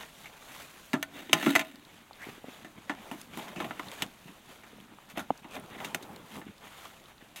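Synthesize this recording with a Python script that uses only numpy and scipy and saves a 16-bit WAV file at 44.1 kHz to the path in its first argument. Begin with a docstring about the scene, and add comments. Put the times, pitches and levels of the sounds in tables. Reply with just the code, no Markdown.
"""Setting up a tent stove

In a tent on snow, a thin steel chimney pipe is knocked and worked into the collar of a small stove.
Each knock and scrape makes the sheet metal ring. Gloved hands then shift the stove: it clunks, clicks
and grinds over the snow, while padded nylon clothes rustle and swish as they rub.
Small icy ticks and dull pats sound over a soft outdoor hiss."""
import sys
import numpy as np
from scipy import signal
from scipy.fft import rfft, irfft, next_fast_len
from scipy.io import wavfile
from scipy.ndimage import uniform_filter1d, map_coordinates

SR = 44100
rng = np.random.default_rng(int(sys.argv[2]) if len(sys.argv) > 2 else 0)


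def inscribe(sig):
    """Save sig as 16-bit PCM at rate SR to the path in sys.argv[1].

    A 1-D sig is mono; a 2-D sig holds one channel per row.
    Samples are clipped to [-1, 1] before scaling.
    """
    pcm = np.round(np.clip(np.atleast_2d(sig).T, -1, 1) * 32767)
    wavfile.write(sys.argv[1], SR, pcm.astype(np.int16))


N = 326340
T = np.arange(N) / SR
TOP_HZ = 15950
SEATED_S = 1.8  # from here on the pipe sits firmly in the collar

# Tone colours of five noises: pitch_hz, level_db
AIR_TONE = [(12, -24), (20, -2), (107, -1.5), (181, 1), (345, -3), (443, -10), (655, -7.5), (1020, -8),
            (1560, -11.5), (2000, -15), (3700, -13.5), (5320, -24), (6290, -20.5), (13400, -24),
            (15800, -26.5)]  # outdoor air
KNEE_TONE = [(50, -27), (100, -10.5), (150, -5), (210, 0), (320, -7.5), (450, -14), (700, -56)]  # knees on snow
CLOTH_TONE = [(250, -14), (430, -3), (650, 0.5), (1000, -0.5), (1500, -3), (2200, -3.5), (3000, -5),
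              (3750, -7.5), (4400, -33), (7000, -43)]  # rubbed cloth
NYLON_TONE = [(2500, 0.5), (4200, 1), (5200, -4), (6500, 0), (8500, -4.5), (11000, -4), (14000, -5),
              (15600, -9.5)]  # hissing nylon
SCRAPE_TONE = [(150, -15), (390, 3), (540, 0), (650, -2), (830, 1.5), (1100, -3), (1400, -6), (2000, -24),
               (4000, -25.5)]  # the stove on snow
# Small icy ticks: start_s, peak_db, pitch_hz, relative_snap_db
ICE_TICKS = [(1.757,-42.5,4560,-8), (1.85,-46,3850,-22), (2.1313,-42,4000,-30), (2.546,-43,3530,-25),
             (3.2145,-31,6100,14), (3.8846,-34,4100,-13), (3.916,-30.5,2800,-12), (4.802,-41.5,2850,-24),
             (5.100,-43,2800,0), (5.305,-38,2660,-25), (5.376,-43,5500,-9), (5.598,-43,9900,-12),
             (6.161,-39.5,4160,-10), (6.581,-44,4240,-6), (7.0577,-42,3650,-29), (7.181,-47,3760,-31)]
# Shifts of weight on knees and boots: peak_s, length_s, level_db
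WEIGHT_SHIFTS = [(0.583, 0.21, -60), (1.206, 0.29, -54), (1.755, .06, -60), (2.315, .1, -52),
                 (2.492, 0.042, -45.5), (2.622, 0.19, -56), (2.788, 0.067, -49), (2.966, 0.14, -49),
                 (3.193, 0.14, -53.5), (3.357, 0.13, -44.5), (3.484, 0.15, -45), (3.657, 0.2, -47.5),
                 (3.88, 0.086, -45), (4.033, 0.095, -42.5), (4.291, .08, -50), (4.498, 0.083, -53),
                 (4.783, 0.18, -52), (4.922, 0.056, -48), (5.189, .1, -45.5), (5.311, .06, -47.5),
                 (5.45, 0.14, -55.5), (5.58, 0.17, -45.5), (5.8, 0.29, -49), (5.958, 0.043, -42),
                 (6.04, 0.077, -53), (6.13, 0.38, -49.5), (6.36, 0.092, -42), (6.49, 0.085, -49)]
# Arms moving in the padded jacket: peak_s, swell_s, fade_s, level_db, relative_hiss_db
ARM_MOVES = [(0.005, 0.042, 0.071, -46.5, -6), (0.195, 0.18, 0.16, -58, 0.5), (0.6, 0.22, 0.11, -51, -1),
             (0.86, 0.52, 0.17, -72, 13), (1.185, 0.091, 0.08, -51, -7), (1.93, .07, 0.32, -60, -6.5),
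             (2.27, 0.089, 0.12, -49.5, -5.5), (2.51, 0.071, 0.22, -55, -4), (3.05, 0.21, 0.27, -55.5, -7),
             (3.21, 0.14, 0.074, -61.5, 4), (3.385, 0.07, 0.15, -46.5, -5.5),
             (3.68, 0.21, 0.1, -54.5, -5.5), (4.0, 0.28, 0.08, -48.5, -5), (4.28, 0.45, 0.25, -59.5, -2.5),
             (4.52, 0.082, 0.069, -53.5, -4.5), (4.66, 0.049, 0.094, -59.5, -7),
             (5.105, 0.015, 0.027, -49, -6), (5.178, 0.018, 0.037, -41, -13),
             (4.92, 0.026, 0.055, -68, -14), (5.549, 0.042, 0.029, -45, -8), (5.73, 0.039, 0.039, -47, -17),
             (5.84, 0.072, 0.13, -49, -6.5), (6.36, 0.12, 0.044, -53, -2), (6.48, 0.023, .025, -52, -24),
             (6.66, .07, 0.088, -54.5, -6), (6.835, 0.18, .11, -49.5, -6), (7.09, 0.073, 0.049, -58, -4.5)]
# A sleeve whipping past: time_s, level_db, pitch_hz
SLEEVE_GLIDE = [(2.18, -68, 1438), (2.21, -50, 1693), (2.228, -44, 1832), (2.235, -43.5, 1990),
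                (2.255, -52, 2450), (2.28, -67, 2720)]
# Dull pats: start_s, level_db, pitch_hz, relative_thud_db
DULL_PATS = [(2.11, -36, 840, -28), (2.269, -39.5, 313, 1), (2.288, -41.5, 400, 5), (2.379, -47, 300, 0),
             (2.4426, -32.5, 556, -3), (2.484, -37.5, 474, 3.5), (4.256, -40, 190, -22),
             (4.322, -52, 278, 1), (4.732, -47, 420, 4.5), (4.784, -43.5, 603, -16),
             (4.986, -37.5, 1010, -27), (5.3046, -11, 710, -8.5), (5.577, -41, 327, 7),
             (6.466, -43.5, 260, 3)]
# Tugs that drag the stove over snow: peak_s, swell_s, fade_s, level_db
STOVE_TUGS = [(3.06, 0.056, 0.1, -50.5), (3.64, 0.18, 0.12, -48), (3.99, .2, .04, -58),
              (5.6, 0.052, 0.1, -55.5), (5.84, 0.14, .06, -48.5), (6.12, 0.47, 0.15, -50),
              (6.39, 0.047, 0.037, -45.5)]
# Pushes of the pipe into the collar: peak_s, swell_s, fade_s, level_db
PIPE_PUSHES = [(1.17, 0.044, 0.18, -46.5), (1.36, 0.039, 0.28, -37), (1.5, 0.11, 0.054, -32.5),
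               (1.6, 0.071, .028, -39)]
# The notes at which the stove and its pipe ring: pitch_hz, width_hz, level_db
STEEL_NOTES = [(162, 16, 5), (227, 14, 3), (287, 6.2, 16), (298, 110, 14), (605, 43, 2), (640, 7.8, 9),
               (736, 6.2, 0.5), (826, 16, 4.5), (1028, 14, 2.5), (1230, 10, -2), (1377, 54, 6.5),
               (1471, 19, 8), (1782, 49, 8), (1905, 230, -0.5), (2030, 200, -0.5), (2100, 18, -4),
               (2280, 93, 0.5), (2560, 7.7, 2), (2630, 140, -2.5), (2810, 240, -0.5), (3170, 27, -3),
               (3350, 47, 3.5), (3690, 81, 7.5), (4450, 19, -4), (6100, 75, 2), (6340, 170, 0),
               (6960, 120, -10), (7520, 78, 0)]
# Knocks on the metal: start_s, strength_db, weight_db, hardness_db, base_fade_s, spot_hz
# (spot_hz is the pitch that the struck spot brings out)
METAL_KNOCKS = [(0.008, -45.5, -25, -3.5, 0.043, 1200), (0.033, -47, -13, -8, .02, 1900),
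                (0.257, -44.5, -25, -2, 0.12, 2280), (0.932, -33.5, -7, 1.5, 0.048, 2200),
                (0.9367, -33.5, 14, -8, .1, 1650), (1.027, -31.5, -23, 7.5, 0.022, 1930),
                (1.295, -46, 8, -8, 0.033, 3160), (1.3301, -17, -12, 3.5, 0.031, 2880),
                (1.346, -38.5, 4, -4.5, 0.13, 780), (1.426, -35, -10, 2, 0.064, 1330),
                (1.4627, -29, -4, -6, 0.061, 1320), (1.466, -50.5, 31, 6, 0.06, 253),
                (1.481, -38.5, -8, 4, .072, 1400), (1.5524, -20.5, -16, 0.5, 0.052, 2000),
                (1.5606, -21, -9.5, -3, 0.021, 1960), (1.593, -29.5, -16.5, 3, 0.059, 2370),
                (1.611, -35.5, -10, -5, 0.054, 2500), (2.646, -48.5, 2, -3, 0.13, 1790),
                (2.8952, -31.5, -1.5, -11, 0.095, 1840), (3.113, -44, 6, 3, .14, 950),
                (3.372, -48, 6.5, 11, 0.12, 930), (3.56, -45.5, 6, -4, 0.47, 2600),
                (3.602, -36.5, -2.5, -3.5, 0.14, 1080), (3.644, -40.5, -5, -3, .11, 720),
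                (3.7081, -39.5, -4.5, -13, 0.07, 1280), (3.7947, -38, -3.5, -3.5, 0.047, 1120),
                (4.0212, -29, -20, 5.5, 0.04, 3160), (4.635, -53, -6, -3, .11, 1810),
                (5.173, -41, 5, 2.5, 0.058, 654), (5.182, -45.5, 0, 0, 0.037, 900),
                (5.193, -41.5, -1.5, 5.5, .12, 1500), (5.444, -52.5, 7, -8, 0.13, 905),
                (5.565, -45.5, -4, 0, .09, 630), (5.802, -42.5, -9, -3, 0.11, 744),
                (5.846, -38, -10.5, 5, 0.076, 2700), (5.946, -32.5, -9, 7.5, 0.017, 2240),
                (6.025, -56.5, -6, 16, 0.069, 4000), (6.415, -49.5, -2, -14, 0.12, 1800),
                (7.36, -46.5, -17, 11.5, 0.35, 2600)]
# Pitch ranges of a knock, from thump to sizzle:
# low_hz, high_hz, fade_ratio, push_db, gain_db, weight_share, hardness_share, spot_db_per_octave
KNOCK_RANGES = [(130, 362, 1.32, 22, -1.5, 0.88, 0.06, -0.5), (611, 1240, 1.55, 20, -.5, .25, 0, -4),
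                (1320, 3400, 0.89, 20, 0, 0.061, 0.034, 0.5), (3520, 8460, 1.1, 15, -12, 0.18, 0.71, 4.5),
                (8950, 14800, 1.06, -5, -15.5, 0.054, 1.08, -1.5)]


def amp(db):
    """Turn decibels into a factor to multiply by."""
    return 10 ** (np.asarray(db) / 20)


def unit(x):
    """Scale a signal to an average (rms) size of 1."""
    return x / np.sqrt(np.mean(x ** 2) + 1e-20)


def wobble(rate):
    """A smooth curve through `rate` random points a second."""
    return map_coordinates(rng.standard_normal(int(N * rate / SR) + 4), [T * rate])


def filtered(x, response):
    """Multiply each frequency in x by response(hz)."""
    size = next_fast_len(x.shape[-1] + 8192)
    return irfft(rfft(x, size) * response(np.fft.rfftfreq(size, 1 / SR)), size)[..., :x.shape[-1]]


def coloured(x, tone):
    """Give x a tone colour from a table, at an average size of 1."""
    pitch_hz, db = np.transpose(tone)
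    return unit(filtered(x, lambda hz: amp(np.interp(np.log(hz + 1), np.log(pitch_hz), db))))


def band(x, low_hz, high_hz, order=3):
    """Let through the sound between two pitches."""
    return signal.sosfilt(signal.butter(order, [low_hz, high_hz], "band", fs=SR, output="sos"), x)


def add(track, s, sound):
    """Mix a sound into the track, starting at s seconds."""
    room = track[max(round(s * SR), 0):][:len(sound)]
    room += sound[:len(room)]


def rustle(tone, patchy_db, grain_db):
    """Rubbing noise, clumped into grains and drifting in colour."""
    grains = rng.standard_normal(N) * amp(grain_db * wobble(350))
    spectrum = signal.stft(grains, nperseg=512)[2]
    patches = uniform_filter1d(rng.standard_normal(spectrum.shape), size=5, axis=0)
    patches = unit(uniform_filter1d(patches, size=7, axis=1))
    return coloured(signal.istft(spectrum * amp(patchy_db * patches), nperseg=512)[1][:N], tone)


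def strokes(rows, drop_db=11.5, roundness=1.55):
    """Loudness curve of rubbing strokes: each speeds up to its peak and slows again."""
    power = np.zeros(N)
    for peak_s, swell_s, fade_s, db in rows:
        near = slice(max(int((peak_s - 5 * swell_s) * SR), 0), int((peak_s + 5 * fade_s) * SR))
        away = np.abs(T[near] - peak_s) / np.where(T[near] < peak_s, swell_s, fade_s)
        power[near] += amp(db - drop_db * away ** roundness) ** 2
    return np.sqrt(power)


def outdoor_air():
    """A soft, steady hiss behind everything."""
    return amp(-60.5) * coloured(rng.standard_normal(N), AIR_TONE)


def crackle(rubbing, per_second, gain_db, spread_db):
    """Crusted snow and stiff folds let go in tiny snaps, louder with more movement."""
    snaps = (rng.random(N) < per_second / SR) * amp(spread_db * rng.uniform(-1.1, 1, N))
    return band(snaps * rubbing * amp(gain_db), 1300, 5000, order=1)


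def ice_ticks(fade_s):
    """Icy grains: each is a brief, loosely pitched tick with a bright snap."""
    out, t = np.zeros(N), np.arange(SR // 20) / SR
    for start_s, peak_db, hz, snap_db in ICE_TICKS:
        burst = rng.standard_normal(len(t)) * amp(-60 * t / fade_s)
        tick = band(burst, hz * 0.78, hz * 1.17, order=2) + amp(snap_db) * band(burst, 1200, 11800)
        add(out, start_s, amp(peak_db) * tick / np.abs(tick).max())
    return out


def body_movement():
    """Loudness curves for the clothes: arms rub the jacket, legs rub snow and trousers."""
    fidget = amp(3.3 * wobble(10))  # a crouching body is never quite still
    legs = strokes([(s, length / 2, length / 2, db) for s, length, db in WEIGHT_SHIFTS])
    trousers = amp(-8) * legs
    arms = strokes([row[:4] for row in ARM_MOVES])
    nylon = strokes([(s, swell, fade, db + hiss_db) for s, swell, fade, db, hiss_db in ARM_MOVES])
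    shuffling = np.hypot(legs, amp(-66.5) * fidget)
    rubbing = np.hypot(np.hypot(arms, trousers), amp(-63) * fidget)
    hissing = np.hypot(nylon, amp(-69) * fidget)
    return shuffling, rubbing, hissing


def clothes(shuffling, rubbing, hissing):
    """Knees shuffle on the snow while cloth rubs and nylon hisses."""
    folds = wobble(70)
    knees = shuffling * amp(-2 + 1.6 * wobble(40)) * rustle(KNEE_TONE, patchy_db=3.5, grain_db=3.5)
    cloth = rubbing * amp(-0.24 + 1.95 * folds) * rustle(CLOTH_TONE, patchy_db=2.2, grain_db=1.5)
    hiss = hissing * amp(1 + 0.71 * folds) * rustle(NYLON_TONE, patchy_db=1.5, grain_db=1.5)
    return knees + cloth + hiss


def sleeve(scatter):
    """Nylon ribs sliding over each other sing higher as the arm speeds up."""
    times, levels, pitches = np.transpose(SLEEVE_GLIDE)
    hz = np.interp(T, times, pitches) * (1 + scatter * wobble(1500))
    zipping = unit(np.sin(2 * np.pi * np.cumsum(hz) / SR))
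    return amp(np.interp(T, times, levels)) * zipping * (T > times[0]) * (T < times[-1])


def pats(cycles_to_peak, rebound_s, rebound_share, thud_hz, thud_fade_s):
    """Each soft touch makes a few dying swings, a weaker rebound and a low thud."""
    out, t = np.zeros(N), np.arange(SR // 8) / SR
    for start_s, db, hz, thud_db in DULL_PATS:
        swing = np.sin(2 * np.pi * hz * t) * (hz * t) ** 2 * np.exp(-2 * hz * t / cycles_to_peak)
        swing /= np.abs(swing).max()
        thud = amp(thud_db - 60 * t / thud_fade_s) * np.sin(2 * np.pi * thud_hz * t)
        add(out, start_s, amp(db) * (swing + thud))
        add(out, start_s + rebound_s, amp(db) * rebound_share * swing)
    return band(out, 107, 3000, order=2)


def stove_drag():
    """The stove grinds over packed snow with a hollow, gritty scrape."""
    return strokes(STOVE_TUGS) * rustle(SCRAPE_TONE, patchy_db=2, grain_db=-1.5)


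def steel_ring(force, damping_hz, tuning=1):
    """Sheet metal rings at its own notes when pushed; more damping stops them sooner."""
    def response(hz):
        notes = sum(
            amp(db) * 1j * hz * width / ((pitch * tuning) ** 2 - hz ** 2 + 1j * hz * (width + damping_hz))
            for pitch, width, db in STEEL_NOTES)
        return notes + amp(-4)  # the flat part stands for many weak notes
    return filtered(force, response)


def pipe_slide():
    """Steel drags on steel in tiny slips that ring the metal, while the rubbing damps it."""
    slip_tone = [(80, -37), (170, -2.5), (285, 4), (420, -6.5), (800, -1.5), (2000, -1.5),
                 (3600, -3), (4600, -11), (15000, -10)]  # pitch_hz, level_db
    slips = rustle(slip_tone, patchy_db=1.5, grain_db=3)
    return strokes(PIPE_PUSHES) * unit(steel_ring(slips, damping_hz=35))


def metal_knocks(crack_db, crack_fade_s, tail_db, tail_fade_s, rise_s, grip_damping_hz):
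    """Each knock is a push, a sharp crack and a dying chatter of loose sheets, which ring the steel."""
    t = np.arange(SR // 3) / SR
    start_s, strength_db, weight_db, hardness_db, base_fade_s, spot_hz = (
        np.transpose(METAL_KNOCKS)[:, :, None])
    count = len(METAL_KNOCKS)
    chatter = rng.standard_normal((count, len(KNOCK_RANGES), len(t)))
    crack = amp(crack_db - 60 * t / crack_fade_s)
    tail = amp(tail_db - 60 * t / tail_fade_s)
    forces = np.zeros((len(KNOCK_RANGES), count, len(t)))
    for k, (_, _, fade_ratio, push_db, *_) in enumerate(KNOCK_RANGES):
        fading = amp(-60 * t / (base_fade_s * fade_ratio)) + crack + tail
        forces[k] = chatter[:, k] * fading * (1 - np.exp(-t / rise_s))
        forces[k, :, SR // 2000] += amp(push_db)  # one clean push, half a millisecond in

    def spot_boost(hz):
        """The struck spot brings out the notes near its own pitch."""
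        return 1 + 2j * hz * spot_hz / (6 * (spot_hz ** 2 - hz ** 2) + 1j * hz * spot_hz)

    tuning = 1 + 0.012 * rng.standard_normal((count, 1))  # the changing load detunes the sheets
    damping_hz = grip_damping_hz * (start_s > SEATED_S)  # gloves grip the stove once the pipe is in
    rings = steel_ring(filtered(forces, spot_boost), damping_hz, tuning)
    sounds = np.zeros((count, len(t)))
    spot_octaves = np.log2(spot_hz / 1370)  # distance from the usual spot's pitch
    # a heavy knock thumps, a hard one sizzles, and a low-pitched spot gives more body
    for k, (low_hz, high_hz, _, _, gain_db, heavy, hard, db_per_octave) in enumerate(KNOCK_RANGES):
        colour_db = heavy * weight_db + hard * hardness_db + db_per_octave * spot_octaves
        ring = band(rings[k], low_hz, high_hz)
        opening_size = np.sqrt(np.mean(ring[:, :SR // 80] ** 2, axis=1, keepdims=True))
        sounds += ring / opening_size * amp(strength_db + gain_db + colour_db)
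    out = np.zeros(N)
    for s, sound in zip(start_s[:, 0], sounds):
        add(out, s, sound)
    return out


def scene():
    """Mix metal, handling, snow and air into one channel."""
    metal = metal_knocks(crack_db=-7, crack_fade_s=0.012, tail_db=-11, tail_fade_s=0.078,
                         rise_s=0.00034, grip_damping_hz=24.2)
    metal += pipe_slide()
    shuffling, rubbing, hissing = body_movement()
    handling = clothes(shuffling, rubbing, hissing) + sleeve(scatter=0.15) + stove_drag()
    handling += pats(cycles_to_peak=0.66, rebound_s=0.00245, rebound_share=0.33,
                     thud_hz=277, thud_fade_s=0.033)
    snow = ice_ticks(fade_s=0.014) + crackle(rubbing, per_second=31, gain_db=19, spread_db=11)
    return (metal + handling + snow + outdoor_air())[None]


def record(dry):
    """Cut away the very highest treble."""
    return filtered(dry, lambda hz: hz < TOP_HZ)


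dry = scene()
out = record(dry)
inscribe(out)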